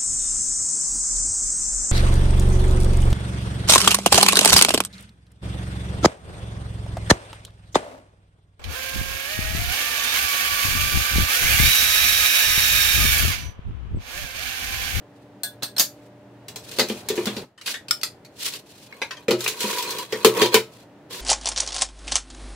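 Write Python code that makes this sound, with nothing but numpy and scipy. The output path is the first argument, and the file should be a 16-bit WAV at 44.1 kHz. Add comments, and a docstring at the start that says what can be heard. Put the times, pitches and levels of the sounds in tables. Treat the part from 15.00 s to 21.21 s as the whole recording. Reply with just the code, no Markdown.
"""A three-fan radiator knocks against a steel computer case and scrapes along it in gloved hands, heard up close.
Each knock is a noise crack plus decaying sheet-metal modes; scrapes are gritty noise driving the case resonances,
with light ticks and rough groans. Plastic fan frames snap as filtered cracks, and flicked blades crack and ring
the rotor. A small room adds a short tail, over dull air, faint rumble and a wavering machine hum."""
import sys
import numpy as np
from scipy import signal
from scipy.fft import rfft, irfft, next_fast_len
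from scipy.io import wavfile
from scipy.ndimage import uniform_filter1d

SR = 44100
rng = np.random.default_rng(int(sys.argv[2]) if len(sys.argv) > 2 else 0)


def waveform_to_disk(signal):
    """Save audio, clipped to [-1, 1], as 16-bit WAV at the path in sys.argv[1]."""
    frames = np.transpose(np.atleast_2d(signal))
    scaled = np.clip(frames, -1, 1) * 32767
    samples = np.round(scaled).astype(np.int16)
    wavfile.write(sys.argv[1], SR, samples)


N = 273861
RING = np.arange(SR // 2) / SR  # the half second given to every struck sound, in seconds
TOP_HZ = 15600  # upper limit of the sound

# Air and hum, with brief dips. Each row: time in seconds, air level in dB, hum gain in dB.
BACKGROUND = [(0, -50.5, 0.5), (1.3, -50.5, 2), (2.44, -40, -5), (2.46, -56, -21), (2.56, -63.5, -35),
              (2.7, -50, -4), (4.0, -52.5, -5), (6.21, -50, -3)]
# Lines of the machine hum. Each row: frequency in Hz, level in dB before the hum gain.
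HUM_LINES = [(118.4, -57.5), (199.2, -63), (290.7, -56.5), (403.7, -67), (597.5, -60.5)]
# Spectrum of the room air. Each row: frequency in Hz, relative level in dB per Hz.
ROOM_COLOUR = [(15, -57), (25, -31.5), (105, -6.5), (301, -8.5), (344, -8), (591, -10), (695, -12),
               (911, -15.5), (1130, -21.5), (1890, -24), (2160, -28), (2760, -30), (5730, -40.5),
               (14000, -50.5), (16000, -47.5)]

# Fingers catch the fan blades. Each row: start in seconds, crack level in dB, rotor ring level in dB,
# contact decay in ms, tilt in dB per octave, blade resonance in Hz.
FLICKS = [(0.4337, -18.5, -23.5, 1.9, 1.5, 8560), (.623, -30, -54.5, 10, -9, 4200),
          (0.631, -20.5, -31.5, 2.5, -4, 4200), (0.635, -29.5, -42.5, 1.1, -1, 7700),
          (0.764, -33, -31.5, 11, -8, 4200), (0.781, -21, -44.5, 14, -1, 5170),
          (0.7956, -10, -31.5, 7.7, -1, 6800)]
# Fan rotor modes. 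Each row: frequency in Hz, relative level in dB, decay by 60 dB in seconds before the final fade.
FAN_MODES = [(694, -11, 0.14), (1490, -12, 0.27), (1667, -6, 0.33), (3330, -11.5, 0.23), (3550, -5.5, 0.36),
             (4170, 2, 0.11), (4000, -14, 0.3), (4350, -3.5, 0.13), (8540, 2.5, 0.18), (10680, -9.5, 0.13),
             (12540, -17.5, .13), (14510, -2, 0.083)]
# Spectrum of a blade crack. Each row: frequency in Hz, relative level in dB per Hz.
FAN_COLOUR = [(60, -21.5), (300, -13.5), (1000, -12.5), (1700, -13), (2800, -10), (4500, -0.5),
              (6800, -4.5), (9700, -9), (11500, -0.5), (16000, -7.5)]

# Plastic frames snap in the grip. Each row: start in seconds, crack level in dB, contact decay in ms,
# lower resonance in Hz, upper resonance in Hz.
SNAPS = [(2.577, -47, 33, 1860, 3050), (2.612, -37, 8.7, 2730, 4150), (2.66, -26, 22, 2680, 4500),
         (2.678, -23, 5.7, 2000, 2850), (2.74, -28, 24.3, 1900, 3470), (2.883, -28.5, 5.7, 2620, 4400),
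         (2.909, -9, 2.1, 1370, 5240), (3.013, -31.5, 3.4, 2560, 4670), (3.0324, -13.5, 4.9, 1150, 4600),
         (3.248, -43, 9.7, 2400, 4343), (3.536, -29.5, 8.2, 2730, 4600), (3.925, -34, 2.7, 1350, 2240),
         (4.0166, -19.5, 14.6, 2200, 2400), (4.108, -28.5, 18, 1480, 2920),
         (4.168, -38.5, 11.5, 2340, 3080), (4.462, -14.5, 4.2, 1920, 2510)]
# Spectrum of a plastic snap. Each row: frequency in Hz, relative level in dB per Hz.
PLASTIC_COLOUR = [(100, -27.5), (400, -4.5), (800, -5), (1400, 1), (2600, -1), (4500, -0.5), (8000, -9.5),
                  (11000, -15), (16000, -24)]
SNAP_LIFT_DB = 10.5  # of the lower resonance
SNAP_EVEN_HZ = 3380  # upper resonance at which a snap has no tilt
SNAP_BRIGHTENING_DB = 10  # stiffer corners are brighter: tilt gained per octave of the upper resonance

# Groans of the side panel. Each row: centre in seconds, width of the swell in seconds, peak level in dB.
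GROANS = [(4.653, 0.033, -26.5), (4.794, 0.063, -23.5), (5.009, .04, -32.5), (5.424, 0.14, -27),
          (5.567, 0.032, -20)]

# Strokes of a glove or an edge over a surface. Each row: time of full speed in seconds, rise in seconds,
# hold in seconds, surface hiss level in dB, case resonance level in dB.
STROKES = [(0.158, .03, 0.082, -68, -89), (1.0, 0.19, 0.074, -64, -78), (1.716, 0.11, 0.3, -39.5, -52),
           (2.187, 0.16, 0.22, -39.5, -43.5), (2.69, .04, 0.022, -27, -47.5),
           (3.462, 0.075, 0.021, -24, -47.5), (3.541, .06, .02, -34.5, -48), (3.727, .1, .14, -49.5, -73),
           (3.917, 0.052, 0.318, -52, -52), (4.425, 0.085, 0.18, -37.5, -43),
           (4.637, 0.066, 0.17, -26.5, -34.5), (4.852, 0.044, 0.18, -32.5, -34.5),
           (5.15, 0.088, .18, -38.5, -39.5), (5.407, 0.095, 0.038, -23.5, -20.5),
           (5.54, .025, 0.012, -24, -23.5), (5.775, 0.27, 0.05, -54, -61), (6.111, 0.01, 0.094, -35, -43)]
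# Case resonances under a sliding edge. Each row: frequency in Hz, half-width in Hz (6 dB down), relative level in dB.
SLIDE_MODES = [(203, 13, -8.5), (377.3, 59, -9.5), (456, 74, -1.5), (968.7, 27, -0.5), (1075, 60, -4.5)]
# Radiator frame resonances under a sliding edge. Each row: frequency in Hz, relative level in dB.
FRAME_MODES = [(2480, -0.5), (3360, -2), (3880, -2.5), (4190, 2), (4690, -9), (6260, -8.5), (7580, -12)]
# Spectrum of an edge rubbing. Each row: frequency in Hz, relative level in dB per Hz.
RUB_COLOUR = [(100, -26.5), (700, -31.5), (1500, 6), (2600, 4), (4000, -2), (6000, -4), (10000, -5.5),
              (16000, -8.5)]
# Spectrum of a glove rubbing. Each row: frequency in Hz, relative level in dB per Hz.
GLOVE_COLOUR = [(100, -23), (900, -14.5), (1800, -8.5), (2700, 0.5), (4200, 1), (6500, -4), (10000, -6.5),
                (16000, -13)]
RISE_DB, RISE_CURVE = 19, 1.4  # a stroke gains this much over its rise, fastest at the start
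SAG_DB_PER_S, RELEASE_DB_PER_S = 12, 422  # it tires slowly, then stops

# The sliding edge catches and lets go with a bright tick. Each row: start in seconds, level in dB.
CATCHES = [(1.4829, -33), (1.559, -30), (1.714, -37), (1.886, -30.5), (2.0866, -21.5), (2.156, -33),
           (2.2562, -26), (4.406, -26), (4.442, -25), (4.478, -17.5), (4.605, -22.5), (4.783, -24),
           (4.825, -24.5), (4.906, -25.5), (4.984, -26.5)]
CATCH_MS, CATCH_TILT_DB, CATCH_PANEL_DB = 5.8, 2, -11.5  # contact decay, tilt per octave, panel against tick
CATCH_EDGE_HZ, CATCH_EDGE_DB, CATCH_SPOT_HZ = 4100, 0.5, 435  # edge resonance, its lift, favoured panel pitch

# The radiator's weight lands on the case. Each row: start in seconds, crack level in dB, panel level in dB,
# contact decay in ms, edge resonance in Hz, pitch favoured by the struck spot in Hz.
KNOCKS = [(1.786, -19, -17, 4.5, 4570, 573), (1.795, -15.5, -19, 14, 4200, 244),
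          (1.898, -28, -19, 8.3, 3200, 222), (2.101, -29, -18, 8.5, 3370, 392),
          (2.176, -31.5, -17.5, 13, 2340, 360), (2.268, -28.5, -21, 27, 3440, 204),
          (2.366, -32, -27.5, 10.6, 4570, 214), (4.282, -25, -12, 14.5, 2460, 512),
          (4.308, -19, -11.5, 9, 4000, 352), (4.323, -48, -18.5, 5, 1140, 141),
          (4.639, -38, -24, 10, 2530, 200), (5.124, -25.5, -19, 12, 2000, 480),
          (5.247, -4.5, -2, 1.5, 1160, 420), (5.4167, -14, -9, 12, 3170, 380.4),
          (5.459, -24, -22, 9.4, 3800, 440), (5.543, -7.5, -6.5, 5.1, 2130, 445)]
# Steel panel modes. Each row: frequency in Hz, relative level in dB, decay by 60 dB in seconds.
PANEL_MODES = [(123.7, -15.5, 0.46), (203, -6.5, 0.22), (229.8, 0, 0.12), (251, -9.5, 0.25),
               (340.5, -4, 0.25), (365, -4, 0.25), (404.3, -1.5, 0.13), (440, 4, 0.17), (499.4, -3.5, 0.16),
               (541.5, -6, 0.18), (615.3, -11, 0.25), (717, -18.5, 0.066), (950, -16, 0.14),
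               (1193, -12, .15), (1292, -20.5, 0.48), (1990, -10.5, 0.12), (3990, -11.5, 0.073)]
# Spectrum of metal on the case. Each row: frequency in Hz, relative level in dB per Hz.
CASE_COLOUR = [(40, -18), (200, -14), (500, -31.5), (750, -1), (1100, -5), (2500, 0), (4200, 1), (7000, -4),
               (10000, -13.5), (16000, -21)]
# Spectrum of the bright tick in a blow. Each row: frequency in Hz, relative level in dB per Hz.
TICK_COLOUR = [(100, -34), (1000, -7), (3000, 1.5), (6000, -1.5), (10000, -2), (16000, -1)]
EDGE_LIFT_DB, EDGE_WIDTH_HZ = 10.5, 260  # resonance of the struck edge
SPOT_LIFT_DB, SPOT_OCTAVES = 11, 0.23  # how much, and how widely, the struck spot favours its own panel modes
KNOCK_TILT_DB, DULLING = -3, 0.21  # tilt per octave when crack equals thump; its fall per dB of extra thump


def undb(db):
    """Decibels to gain."""
    return 10 ** (np.asarray(db) / 20)


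def fade(t60):
    """Exponential decay of a ring, by 60 dB in t60 seconds."""
    return np.exp(-np.log(1000) * RING / t60)


def curves(table):
    """The columns of a table, joined by straight lines in time."""
    s, *columns = np.transpose(table)
    return [np.interp(np.arange(N) / SR, s, column) for column in columns]


def add(out, s, sound):
    """Mix a sound in at a time."""
    i = int(s * SR)
    out[:, i:i + sound.shape[1]] += sound[:, :N - i]


def walk(rate):
    """Smooth random wander with a spread near 1, drawn at `rate` values per second."""
    hold = int(SR / rate)
    steps = np.repeat(rng.standard_normal(N // hold + 1), hold)
    return 1.32 * uniform_filter1d(uniform_filter1d(steps, hold), hold)[:N]


def air(size, apart_hz=2200, apart=1.0):
    """White noise at two microphone ports: alike in the bass, less so in the treble."""
    mid, side = rng.standard_normal((2, size))
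    f = np.fft.rfftfreq(size, 1 / SR)
    side = irfft(rfft(side) * apart * f / np.hypot(f, apart_hz), size)
    return np.array([mid + side, mid - side]) / np.hypot(1, apart)


def colour(x, points, tilt_db=0, peaks=(), ripple_db=0, ripple_hz=130):
    """Causal filter of unit power: spectrum, tilt, (Hz, width, dB) resonances and the ripple of many lesser modes."""
    size = 2 * next_fast_len(x.shape[-1] // 2 + 1)
    f = np.maximum(np.fft.rfftfreq(size, 1 / SR), 1)
    hz, db = np.transpose(points)
    ripple = ripple_db * np.interp(f / ripple_hz, np.arange(512), rng.standard_normal(512))
    tilt = tilt_db * np.log2(np.hypot(1, f / 1500))
    gain = undb(np.interp(np.log(f), np.log(hz), db) + tilt + ripple)
    resonances = sum(undb(lift) ** 2 / (1 + (2 * (f - centre) / width) ** 2) for centre, width, lift in peaks)
    gain = gain * np.sqrt(1 + resonances)
    # folding the cepstrum gives minimum phase, so nothing sounds before the impact
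    cepstrum = irfft(np.log(gain / np.sqrt(np.mean(gain ** 2))))
    cepstrum[1:size // 2] *= 2
    cepstrum[size // 2 + 1:] = 0
    return irfft(rfft(x, size) * np.exp(rfft(cepstrum)))[..., :x.shape[-1]]


def crack(contact_ms, tail_db, t60, rise_s, impact_db, impact_s=0.00089):
    """A sharp first impact straight to both ports, a burst while the surfaces chatter, then a diffuse tail."""
    impact = undb(impact_db) * np.exp(-RING / impact_s) * air(len(RING), apart=1.0)
    burst = np.exp(-RING / (contact_ms / 1000))
    tail = undb(tail_db) * np.sqrt(contact_ms / 5) * fade(t60)
    chatter = air(len(RING), apart=0.78) * np.hypot(burst, tail)
    return (impact + chatter) * (1 - np.exp(-RING / rise_s))


def ring(modes, lift_db, push_s, detune, scatter_db, port_hz=3500):
    """Decaying modes that build up during the push; high ones reach the two ports out of step."""
    hz, db, t60 = np.transpose(modes)
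    pitch, size, start, lag = rng.standard_normal((4, len(hz)))
    gain = undb(db + lift_db + scatter_db * size)
    gain = gain / np.sqrt(np.sum(gain ** 2) / 2)
    lag = lag * np.minimum(hz / port_hz, .8)
    hz = hz * (1 + detune * pitch)
    out = np.zeros((2, len(RING)))
    for f, g, t, p, d in zip(hz, gain, t60, start, lag):
        phase = np.pi * p + np.array([[d], [-d]])
        out += g * fade(t) * np.sin(2 * np.pi * f * RING + phase)
    return out * (1 - np.exp(-RING / push_s))


def resonate(x, modes):
    """Steep resonances under a continuous drive, at unit level."""
    f = np.fft.rfftfreq(N, 1 / SR)
    response = sum(undb(db) / (1 + 1j * (f - hz) / width) ** 2 for hz, width, db in modes)
    y = irfft(rfft(x) * response, N)
    return y / np.std(y)


def background(waver_db=2, rumble_db=-19):
    """Dull moving air, a faint rumble that differs between the ports, and a wavering machine hum."""
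    air_db, hum_db = curves(BACKGROUND)
    hum = np.zeros(N)
    for hz, db in HUM_LINES:
        level = undb(db + waver_db * walk(9.1)) * np.sqrt(2)
        pitch = hz * (1 + .005 * walk(25))
        hum += level * np.sin(2 * np.pi * np.cumsum(pitch) / SR)
    rush = colour(air(N), ROOM_COLOUR)
    low_pass = signal.butter(2, 70, fs=SR, output="sos")
    rumble = signal.sosfilt(low_pass, rng.standard_normal((2, N)))
    moving_air = rush / np.std(rush) + undb(rumble_db) * rumble / np.std(rumble)
    return undb(air_db) * moving_air + undb(hum_db) * hum


def room(x, wet_db=-14, t60=0.19):
    """Near walls return a short diffuse tail."""
    echo = air(len(RING)) * fade(t60) * (1 - np.exp(-RING / 0.0064))
    echo = echo / np.sqrt(np.sum(echo ** 2) / 2)
    return x + undb(wet_db) * signal.fftconvolve(x, echo, axes=1)[:, :N]


def fan_flicks():
    """A fingertip lets a blade go: a bright crack through that blade's resonance, and the ring of the rotor."""
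    out = np.zeros((2, N))
    for s, crack_db, ring_db, contact_ms, tilt_db, blade_hz in FLICKS:
        # the shorter the contact, the more of it is the first impact
        impact_db = 13 - 5 * np.log2(max(contact_ms, 1))
        tick = crack(contact_ms, tail_db=-0.5, t60=0.15, rise_s=0.00038, impact_db=impact_db)
        tick = colour(tick, FAN_COLOUR, tilt_db, [(blade_hz, 300, 9)], ripple_db=3)
        # no two blades are quite alike, so every mode is a beating cluster
        blades = [ring(FAN_MODES, 0, push_s=.0006, detune=.006, scatter_db=1) for _ in range(3)]
        rotor = sum(blades) / np.sqrt(3)
        rotor = rotor * np.exp(-(RING / .11) ** 4)  # final fade
        add(out, s, undb(crack_db) * tick + undb(ring_db) * rotor)
    return out


def plastic_snaps(left_db=0.3):
    """Short cracks through two well-damped resonances of the fan frame, a little left of centre."""
    out = np.zeros((2, N))
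    for s, crack_db, contact_ms, lower_hz, upper_hz in SNAPS:
        peaks = [(lower_hz, 240, SNAP_LIFT_DB), (upper_hz, 320, 9)]
        tilt_db = SNAP_BRIGHTENING_DB * np.log2(upper_hz / SNAP_EVEN_HZ)
        impact_db = 15 - 6 * np.log2(max(contact_ms, 1))
        snap = crack(contact_ms, tail_db=-6.5, t60=0.14, rise_s=0.000536, impact_db=impact_db, impact_s=0.002)
        snap = colour(snap, PLASTIC_COLOUR, tilt_db, peaks, ripple_db=5.5)
        add(out, s, undb(crack_db) * snap)
    return out * undb([[left_db], [-left_db]])


def groans(hz=975, jitter=0.0214, rough_db=3):
    """Stick-slip locks onto a panel mode in short, rough swells."""
    t = np.arange(N) / SR
    swell = sum(undb(db) * np.exp(-(2 * (t - s) / length) ** 2) for s, length, db in GROANS)
    roughness = undb(rough_db * walk(150))
    pitch = hz * (1 + jitter * walk(220))
    return swell * roughness * np.sin(2 * np.pi * np.cumsum(pitch) / SR)


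def stroke(s, rise_s, hold_s):
    """Gain of one stroke: it gathers speed, sags while it lasts and dies away."""
    t = np.arange(N) / SR - s
    rise_db = -RISE_DB * np.maximum(-t / rise_s, 0) ** RISE_CURVE
    sag_db = -SAG_DB_PER_S * np.clip(t, 0, hold_s)
    release_db = -RELEASE_DB_PER_S * np.maximum(t - hold_s, 0)
    return undb(rise_db + sag_db + release_db)


def friction(catches_per_s, catch_s, spread_db, smooth):
    """Noise gated by tiny catches and slips of very unequal size, over a smooth rub."""
    caught = rng.random(N) < catches_per_s / SR
    catches = caught * undb(spread_db * np.minimum(rng.exponential(size=N), 4))
    grip = smooth + signal.lfilter([1], [1, -np.exp(-1 / (catch_s * SR))], catches)
    return air(N) * grip / np.sqrt(np.mean(grip ** 2))


def scratches(count=2400, size=2400, t60=.06, detune=0.018):
    """Burrs catch at random and briefly ring the frame, near one of its resonances each time."""
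    t = np.arange(size) / SR
    decay = np.exp(-np.log(1000) * t / t60)
    out = np.zeros((2, N))
    for (when, which, side), (pitch, force) in zip(rng.random((count, 3)), rng.standard_normal((count, 2))):
        hz, db = FRAME_MODES[int(which * len(FRAME_MODES))]
        lag = np.pi * (side - .5) * np.array([[1], [-1]])
        grain = np.sin(2 * np.pi * hz * (1 + detune * pitch) * t + lag) * decay
        add(out, when * N / SR, undb(db + 2 * force) * grain)
    return out / np.std(out)


def sliding(flutter_db=3.5):
    """A glove alone just hisses; an edge pressed on the case scratches and drives its resonances."""
    hiss, case = np.full((2, N), 1e-9)  # just above silence, for the division below
    for s, rise_s, hold_s, hiss_db, case_db in STROKES:
        speed = stroke(s, rise_s, hold_s)
        hiss = np.maximum(hiss, undb(hiss_db) * speed)
        case = np.maximum(case, undb(case_db) * speed)
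    drive = friction(catches_per_s=500, catch_s=.0015, spread_db=2.7, smooth=1.1)
    pressure = np.minimum(case / hiss, 1)
    edge = .85 * (colour(drive, RUB_COLOUR) + undb(-2) * scratches())
    glove = colour(air(N), GLOVE_COLOUR) * undb(flutter_db * walk(120))
    surface = np.sqrt(pressure) * edge + np.sqrt(1 - pressure) * glove
    return hiss * surface + case * resonate(drive, SLIDE_MODES)


def blow(crack_db, panel_db, contact_ms, tilt_db, edge_hz, edge_db, spot_hz, tick_db=-4, hardening=0.15):
    """Metal meets metal; the spot that is struck decides which edge and panel modes ring most."""
    clack = crack(contact_ms, tail_db=-3, t60=0.16, rise_s=0.00052, impact_db=7.0)
    clack = colour(clack, CASE_COLOUR, tilt_db, [(edge_hz, EDGE_WIDTH_HZ, edge_db)], ripple_db=4.0)
    # harder blows add a disproportionately bright tick
    tick = crack(4.74, tail_db=3, t60=0.12, rise_s=0.000063, impact_db=9)
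    tick = colour(tick, TICK_COLOUR, tilt_db)
    clack = clack + undb(tick_db + hardening * crack_db) * tick
    octaves_away = np.log2(np.array(PANEL_MODES)[:, 0] / spot_hz)
    lift_db = SPOT_LIFT_DB * np.exp(-(octaves_away / SPOT_OCTAVES) ** 2)
    panel = ring(PANEL_MODES, lift_db, push_s=.003, detune=.011, scatter_db=1)
    return undb(crack_db) * clack + undb(panel_db) * panel


def edge_catches():
    """Ticks of the sliding edge, set alike but for their strength; they barely stir the panel."""
    out = np.zeros((2, N))
    for s, db in CATCHES:
        tick = blow(db, db + CATCH_PANEL_DB, CATCH_MS, CATCH_TILT_DB, CATCH_EDGE_HZ, CATCH_EDGE_DB, CATCH_SPOT_HZ)
        add(out, s, tick)
    return out


def case_knocks(left_db=0.5):
    """The radiator bumps the case, slightly to the left; the more of a blow goes into the panel, the duller its crack."""
    out = np.zeros((2, N))
    for s, crack_db, panel_db, contact_ms, edge_hz, spot_hz in KNOCKS:
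        tilt_db = KNOCK_TILT_DB - DULLING * (panel_db - crack_db)
        add(out, s, blow(crack_db, panel_db, contact_ms, tilt_db, edge_hz, EDGE_LIFT_DB, spot_hz))
    return out * undb([[left_db], [-left_db]])


def scene():
    """All the handling in the room, over the background."""
    fans = fan_flicks() + plastic_snaps()
    scrapes = groans() + sliding() + edge_catches()
    return background() + room(fans + scrapes + case_knocks())


def record(dry, low_hz=55):
    """The microphones shed rumble, round the loudest peaks and cut the top."""
    high_pass = signal.butter(2, low_hz, "high", fs=SR, output="sos")
    rounded = 1.1 * np.tanh(signal.sosfilt(high_pass, dry) / 1.1)
    low_pass = signal.ellip(8, .2, 70, TOP_HZ, fs=SR, output="sos")
    return signal.sosfilt(low_pass, rounded)


dry = scene()
out = record(dry)
waveform_to_disk(out)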